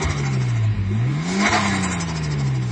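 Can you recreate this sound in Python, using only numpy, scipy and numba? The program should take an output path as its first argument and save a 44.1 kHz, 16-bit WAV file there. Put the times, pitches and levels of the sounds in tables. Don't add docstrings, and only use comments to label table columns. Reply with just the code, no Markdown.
import sys
import numpy as np
from scipy import signal
from scipy.fft import dct
from scipy.io import wavfile
from scipy.ndimage import uniform_filter1d
from numba import njit

SR = 44100
rng = np.random.default_rng(int(sys.argv[2]) if len(sys.argv) > 2 else 0)


def ratio(d):
    e = np.asarray(d, float) / 20
    return 10 ** e


def transcribe(u):
    v = np.clip(np.atleast_2d(u).T, -1, 1)
    q = np.round(v * 32767).astype(np.int16)
    wavfile.write(sys.argv[1], SR, q)


N = 119511

# time in seconds, firing rate in Hz, level of the firing tone in dB,
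# level of the half-rate tone in dB, level of the exhaust overtones in dB.
ENGINE = [(0,154.1,-29,-48,-31.5), (0.06,149.5,-30,-37,-32.5), (0.24,137.3,-21.5,-34.5,-33.5),
          (0.41,126.5,-21.5,-43.5,-35), (0.67,108,-18.5,-42,-39), (0.77,100.6,-20,-30.5,-35.5),
          (0.88,96.86,-22,-35,-37), (1.0,114.5,-17.5,-47,-37), (1.14,142.8,-21,-45,-36),
          (1.23,165.6,-22.5,-61,-39), (1.33,186.9,-23,-36.5,-36), (1.42,203,-17,-63,-31.5),
          (1.49,215.4,-22.5,-32,-51), (1.54,210.1,-27,-29.5,-49), (1.71,197,-24,-27.5,-35.5),
          (2.08,164.1,-27.5,-33,-37), (2.45,136.4,-20,-36,-34), (2.71,118,-24.5,-48,-37.5)]
# multiple of the cycle rate, level in dB re the half-rate tone.
UNEVEN_TONES = [(2, -27.5), (3, -1), (4, -6.5), (5, -14.5)]
# multiple of the cycle rate, level in dB re all overtones.
OVERTONES = [(7, -14), (8, -13), (9, -6), (10, -12), (12, -10), (15, -11), (18, -14), (21, -20)]
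# centre in Hz, width in Hz, level in dB.
PIPES = [(202.4, 54, -1.5), (297, 90, -1.5), (367, 130, -2.5)]
# time in seconds, length in seconds, depth in dB.
STUMBLES = [
    (.133, .007, 5),
    (.755, .013, 20),
    (.845, .01, 6),
    (1.243, .011, 11),
    (1.505, .016, 12),
]
# time in seconds, pitch in Hz, level in dB, length in seconds.
THUDS = [(.06, 76, -15.5, 0.011), (0.103, 88, -15.5, 0.01), (0.81, 61.4, -33, 0.01), (1.7, 46, -32, 0.011),
         (1.5, 79.8, -23, .009), (.027, 385, -21.5, 0.0099), (1.548, 335, -25, 0.022),
         (1.1, 310, -29, 0.025), (0.92, 357, -26.5, 0.0077), (0.28, 360, -36, 0.018),
         (0.33, 190, -31, 0.019)]
# time in seconds, pitch in Hz, level in dB, length in seconds.
DUCT_RINGS = [(1.44, 1070, -22, 0.0074), (1.458, 1100, -23.5, 0.008), (1.46, 2150, -24, 0.0057),
              (1.467, 2180, -19, 0.0057), (1.527, 1040, -17, 0.0055), (1.548, 705, -17.5, 0.0079),
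              (1.566, 720, -21.5, 0.0096), (1.564, 1200, -24, 0.017), (1.598, 1044, -19, .006),
              (1.2, 1050, -38, 0.015), (.03, 930, -30.5, 0.015), (.035, 790, -30.5, 0.013),
              (.285, 790, -33.5, .02), (1.73, 1700, -28, 0.019)]
# time of the crest in seconds, rise in seconds, fall in seconds,
# multiple of the cycle rate, level in dB.
GROWL = [
    (0.95, 0.08, 0.028, 12, -28.5),
    (1.296, 0.054, 0.044, 9, -33),
    (1.055, 0.055, 0.026, 18, -38),
    (1.055, 0.019, 0.032, 24, -44.5),
    (1.28, 0.047, 0.029, 18, -47.5),
    (1.36, 0.044, 0.03, 12, -31.5),
    (1.133, 0.05, .03, 12, -35),
    (0.78, 0.077, .05, 12, -34),
    (1.11, 0.049, 0.048, 9, -35),
]
# time in seconds, level in dB.
AIRFLOW = [(0, -28.5), (.3, -34.5), (.6, -39), (.87, -43.5), (1.03, -37.5), (1.15, -35.5), (1.3, -30),
           (1.4, -29), (1.6, -22), (1.8, -28.5), (2.1, -33.5), (2.4, -37.5), (2.71, -45)]
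# centre in Hz, width in Hz, level in dB.
DUCTS = [(345, 98, -0.5), (671, 52, -2.5), (780.5, 64, -1.5), (865, 58, -3), (1025, 78, 0.5),
         (1253, 110, -3.5), (1418, 100, -1.5), (1666, 100, -5.5), (1862, 170, -0.5), (2181, 110, 1),
         (2410, 130, -4.5), (3017, 350, -6), (3804, 350, -5), (4770, 320, -11.5)]
# time of the crest in seconds, level in dB,
# rise in seconds, fall in seconds, pitch of the ringing duct in Hz.
SURGES = [
    (1.461, -20, 0.035, 0.013, 2220),
    (1.546, -20, 0.0081, 0.036, 710),
    (1.657, -25.5, 0.013, 0.011, 1040),
]
# time of the crest in seconds, level of the jet in dB,
# centre of the jet in Hz, level of the duct roar in dB.
PUFFS = [(0.03, -27, 6220, -30), (0.109, -31, 5640, -30), (0.187, -31.5, 5290, -35),
         (0.263, -34, 5740, -34.5), (0.341, -35.5, 5380, -34.5), (0.421, -37.5, 5680, -34),
         (0.496, -39, 6130, -34), (0.565, -42, 6140, -36), (0.641, -44, 6300, -39),
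         (1.413, -27, 5330, -26.5), (1.469, -25, 5880, -17), (1.533, -25, 5500, -19),
         (1.646, -35, 6580, -41), (1.684, -29, 7050, -46), (1.755, -28, 7860, -25),
         (1.845, -25, 7410, -27.5), (1.931, -25, 6900, -31.5), (2.015, -26, 5740, -31),
         (2.094, -31.5, 5260, -36), (2.171, -31, 5190, -35), (2.246, -32, 5160, -47),
         (2.324, -34, 5050, -37.5), (2.402, -35.5, 5070, -38), (2.474, -39, 5120, -40.5),
         (2.555, -40, 5320, -39), (2.629, -41, 5200, -40.5), (2.71, -40.5, 5270, -38.5)]
# time in seconds, level in dB.
BOOST = [(0, -52.5), (.4, -47), (.75, -58.5), (.95, -54.5), (1.12, -48.5), (1.3, -33.5), (1.45, -31.5),
         (1.62, -30), (1.82, -42.5), (2.2, -52), (2.71, -51.5)]
# time in seconds, level in dB.
SNAPS = [
    (0.018, -38),
    (1.828, -28.5),
    (2.001, -38),
]
# frequency in Hz, level in dB per Hz.
BAY = [(15, -47), (25, -18), (102, -11), (213, -5.5), (530, -44.5), (767, -33.5), (2270, -23.5),
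       (7210, -49), (9000, -108), (11700, -138), (19800, -120)]
# centre in Hz, width in Hz, share cancelled (0 to 1).
ECHO_VALLEYS = [(529, 170, 0.42), (1442, 160, 0.27), (3236, 590, 0.14), (4386, 150, 0.69), (5440, 89, 0.88),
                (6690, 190, 0.37)]
# frequency in Hz, step in dB re the neighbouring level,
# smallest step in dB.
STEPS = [(100, -28, -80), (2300, -8, -70), (3200, 2, -60), (4200, 7, -56), (7800, 8, -51), (8200, 12, -45),
         (8900, 13, -41), (10000, 14.5, -36)]
# time in seconds, length in seconds.
COARSER_MOMENTS = [
    (1.87, .025),
    (1.96, .035),
    (2.03, .012),
]


def level(x, db):
    return x * ratio(db) / np.sqrt(np.mean(x ** 2))


def noise():
    return rng.standard_normal(N)


@njit
def moving_band(x, hz, width):
    y, band_state, low_state = np.empty(len(x)), 0., 0.
    for i in range(len(x)):
        g, damping = np.tan(np.pi * hz[i] / SR), width / hz[i]
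        v = (band_state + g * (x[i] - low_state)) / (1 + g * (g + damping))
        band_state, low_state = 2 * v - band_state, low_state + 2 * g * v
        y[i] = damping * v
    return y


def band(x, hz, width_hz):
    return moving_band(x, hz * np.ones(N), 1. * width_hz)


def walk(rate_hz):
    hold = int(SR / rate_hz)
    held = np.repeat(rng.standard_normal(N // hold + 1), hold)
    return 1.73 * uniform_filter1d(uniform_filter1d(held, hold), hold)[:N]


def curve(table, axis):
    rows = np.array(table, float)
    return np.interp(np.arange(N) / SR, rows[:, 0], rows[:, axis])


def bump(at, rise, fall):
    d = np.arange(N) / SR - at
    return np.exp(-.5 * (d / np.where(d < 0, rise, fall)) ** 2)


def tones(cycle, orders, wobble_db, drift):
    total = 0
    for multiple, db in orders:
        loudness = ratio(db + wobble_db * walk(14)) * np.sqrt(2)
        phase = multiple * cycle + drift * walk(11) + rng.random()
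        total = total + loudness * np.sin(2 * np.pi * phase)
    return total


def firing(cycle):
    stumble = ratio(-sum(db * bump(s, w, w) for s, w, db in STUMBLES))
    main = ratio(curve(ENGINE, axis=2)) * stumble * tones(cycle, [(6, 0.0053)], 1.0, 0.052)
    return main + ratio(curve(ENGINE, axis=3)) * tones(cycle, UNEVEN_TONES, 0.34, 0.17)


def exhaust(cycle):
    rumble = level(band(band(noise(), 340, 170), 340, 200), -7)
    rumble = rumble * (1 + .5 * np.sin(12 * np.pi * cycle))
    pulses = tones(cycle, OVERTONES, 2.96, 0.094)
    piped = sum(ratio(db) * band(pulses, hz, w) for hz, w, db in PIPES)
    return ratio(curve(ENGINE, axis=4)) * (piped + rumble)


def thuds():
    t = np.arange(N) / SR
    return sum(ratio(db) * bump(s, w, w) * np.cos(2 * np.pi * hz * (t - s))
               for s, hz, db, w in [*THUDS, *DUCT_RINGS])


def intake(cycle):
    gate = (1 + .2 * np.sin(12 * np.pi * cycle)) * ratio(0.57 * walk(25.13))
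    ticks = np.diff(np.floor(12 * cycle), prepend=0) * ratio(4.0 * noise())
    air = gate * noise() + level(ticks, -9.5)
    ducts = 0
    for k, (hz, w, db) in enumerate(DUCTS):
        sign = (-1) ** k
        ducts = ducts + sign * ratio(db + 1.2 * walk(10)) * band(air, hz, w) / np.sqrt(w)
    power = ratio(curve(AIRFLOW, axis=1)) ** 2
    for s, _, _, db in PUFFS:
        power = power + (ratio(db) * bump(s, 0.015, 0.022)) ** 2
    for s, db, rise, fall, _ in SURGES:
        power = power + (ratio(db) * bump(s, rise, fall)) ** 2
    rings = sum(ratio(db) * bump(s, rise, fall) * level(band(noise(), hz, 89), -20.5)
                for s, db, rise, fall, hz in SURGES)
    return level(ducts, 0) * np.sqrt(power) + rings


def hiss_band(hz, width_hz):
    return level(band(band(noise(), hz, width_hz), hz, 1.1 * width_hz), 0)


def even(x):
    power = abs(uniform_filter1d(x ** 2, size=int(.006 * SR)))
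    return x / np.sqrt(power + .05)


def surge_jets():
    puffs = sum(ratio(db) * bump(s, 0.0099, 0.013) for s, db, _, _ in PUFFS)
    jet = hiss_band(curve(PUFFS, axis=2), 2000)
    jet = jet + ratio(-5.5) * hiss_band(7350, 1900) + ratio(-9) * hiss_band(4900, 1500)
    snaps = sum(ratio(db) * bump(s, .001, .012) for s, db in SNAPS) * even(hiss_band(7700, 2200))
    return puffs * ratio(.8 * walk(120)) * even(jet) + snaps


def bay():
    hzs, dbs = np.array(BAY, float).T
    total = 0
    for hz in 28 * 2 ** np.arange(0, 8.3, .5):
        db = np.interp(np.log(hz), np.log(hzs), dbs) + 1.2 * walk(13)
        total = total + ratio(db) * band(band(noise(), hz, hz / 2), hz, hz / 2)
    return level(total, -36.5)


def growl(cycle):
    return sum(bump(s, rise, fall) * tones(cycle, [(round(k), db)], 1.3, 0.08)
               for s, rise, fall, k, db in GROWL)


def boost():
    hiss = hiss_band(5200, 4600) + ratio(-8.0) * hiss_band(7200, 1300)
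    return ratio(curve(BOOST, axis=1) + 1.8 * walk(17)) * hiss


def scene():
    cycle = np.cumsum(curve(ENGINE, axis=1)) / SR / 6
    air = intake(cycle) + surge_jets() + bay() + boost()
    for hz, w, share in ECHO_VALLEYS:
        air = air - share * band(air, hz, w)
    return (firing(cycle) + exhaust(cycle) + thuds() + growl(cycle) + air)[None]


def round_faint_detail(x):
    frame, start = 1024, 600
    padded = np.concatenate([np.zeros(2 * frame - start), x, np.zeros(2 * frame)])
    rows = padded[:len(padded) // frame * frame].reshape(-1, frame)
    window = np.sin(np.pi * (np.arange(2 * frame) + .5) / (2 * frame))
    a, b, c, d = np.split(np.hstack([rows[:-1], rows[1:]]) * window, 4, axis=1)
    z = dct(np.hstack([-c[:, ::-1] - d, a - b[:, ::-1]]), type=4, norm="ortho")

    near = np.sqrt(abs(uniform_filter1d(z ** 2, size=70, axis=1)))
    hz = (np.arange(frame) + .5) * SR / 2 / frame
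    step_hz, step_db, least_db = np.array(STEPS, float).T
    step = np.maximum(near * ratio(np.interp(hz, step_hz, step_db)), ratio(np.interp(hz, step_hz, least_db)))
    scatter = uniform_filter1d(rng.standard_normal((len(z), frame // 8)), size=3, axis=0) * np.sqrt(3)
    step = step * ratio(3.5 * np.repeat(scatter, 8, axis=1))
    times = np.clip(np.arange(len(z)) * frame - frame + start, 0, N - 1)
    coarser = sum(bump(s, w, w) for s, w in COARSER_MOMENTS)[times]
    step = step * ratio(4 * np.outer(coarser, (hz > 3000) & (hz < 7000)))
    rounded = step * np.sign(z) * np.floor(abs(z) / step + .4)

    u, v = np.split(dct(rounded, type=4, norm="ortho"), 2, axis=1)
    y = np.hstack([v, -v[:, ::-1], -u[:, ::-1], -u]) * window
    return (y[1:, :frame] + y[:-1, frame:]).ravel()[frame - start:][:N]


def low_pass(x):
    return signal.sosfilt(signal.butter(12, 10080, fs=SR, output="sos"), x)


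def record(dry):
    x = signal.sosfilt(signal.ellip(8, .2, 70, 9800, fs=SR, output="sos"), dry[0])
    x = x - 0.28 * band(x, 9560, 2000)
    at_snap = sum(bump(s, .008, .008) for s, _ in SNAPS)
    dull = signal.sosfiltfilt(signal.butter(6, 8300, fs=SR, output="sos"), x)
    mix = at_snap * dull + (1 - at_snap) * round_faint_detail(x)
    return low_pass(mix[None])


dry = scene()
out = record(dry)
transcribe(out)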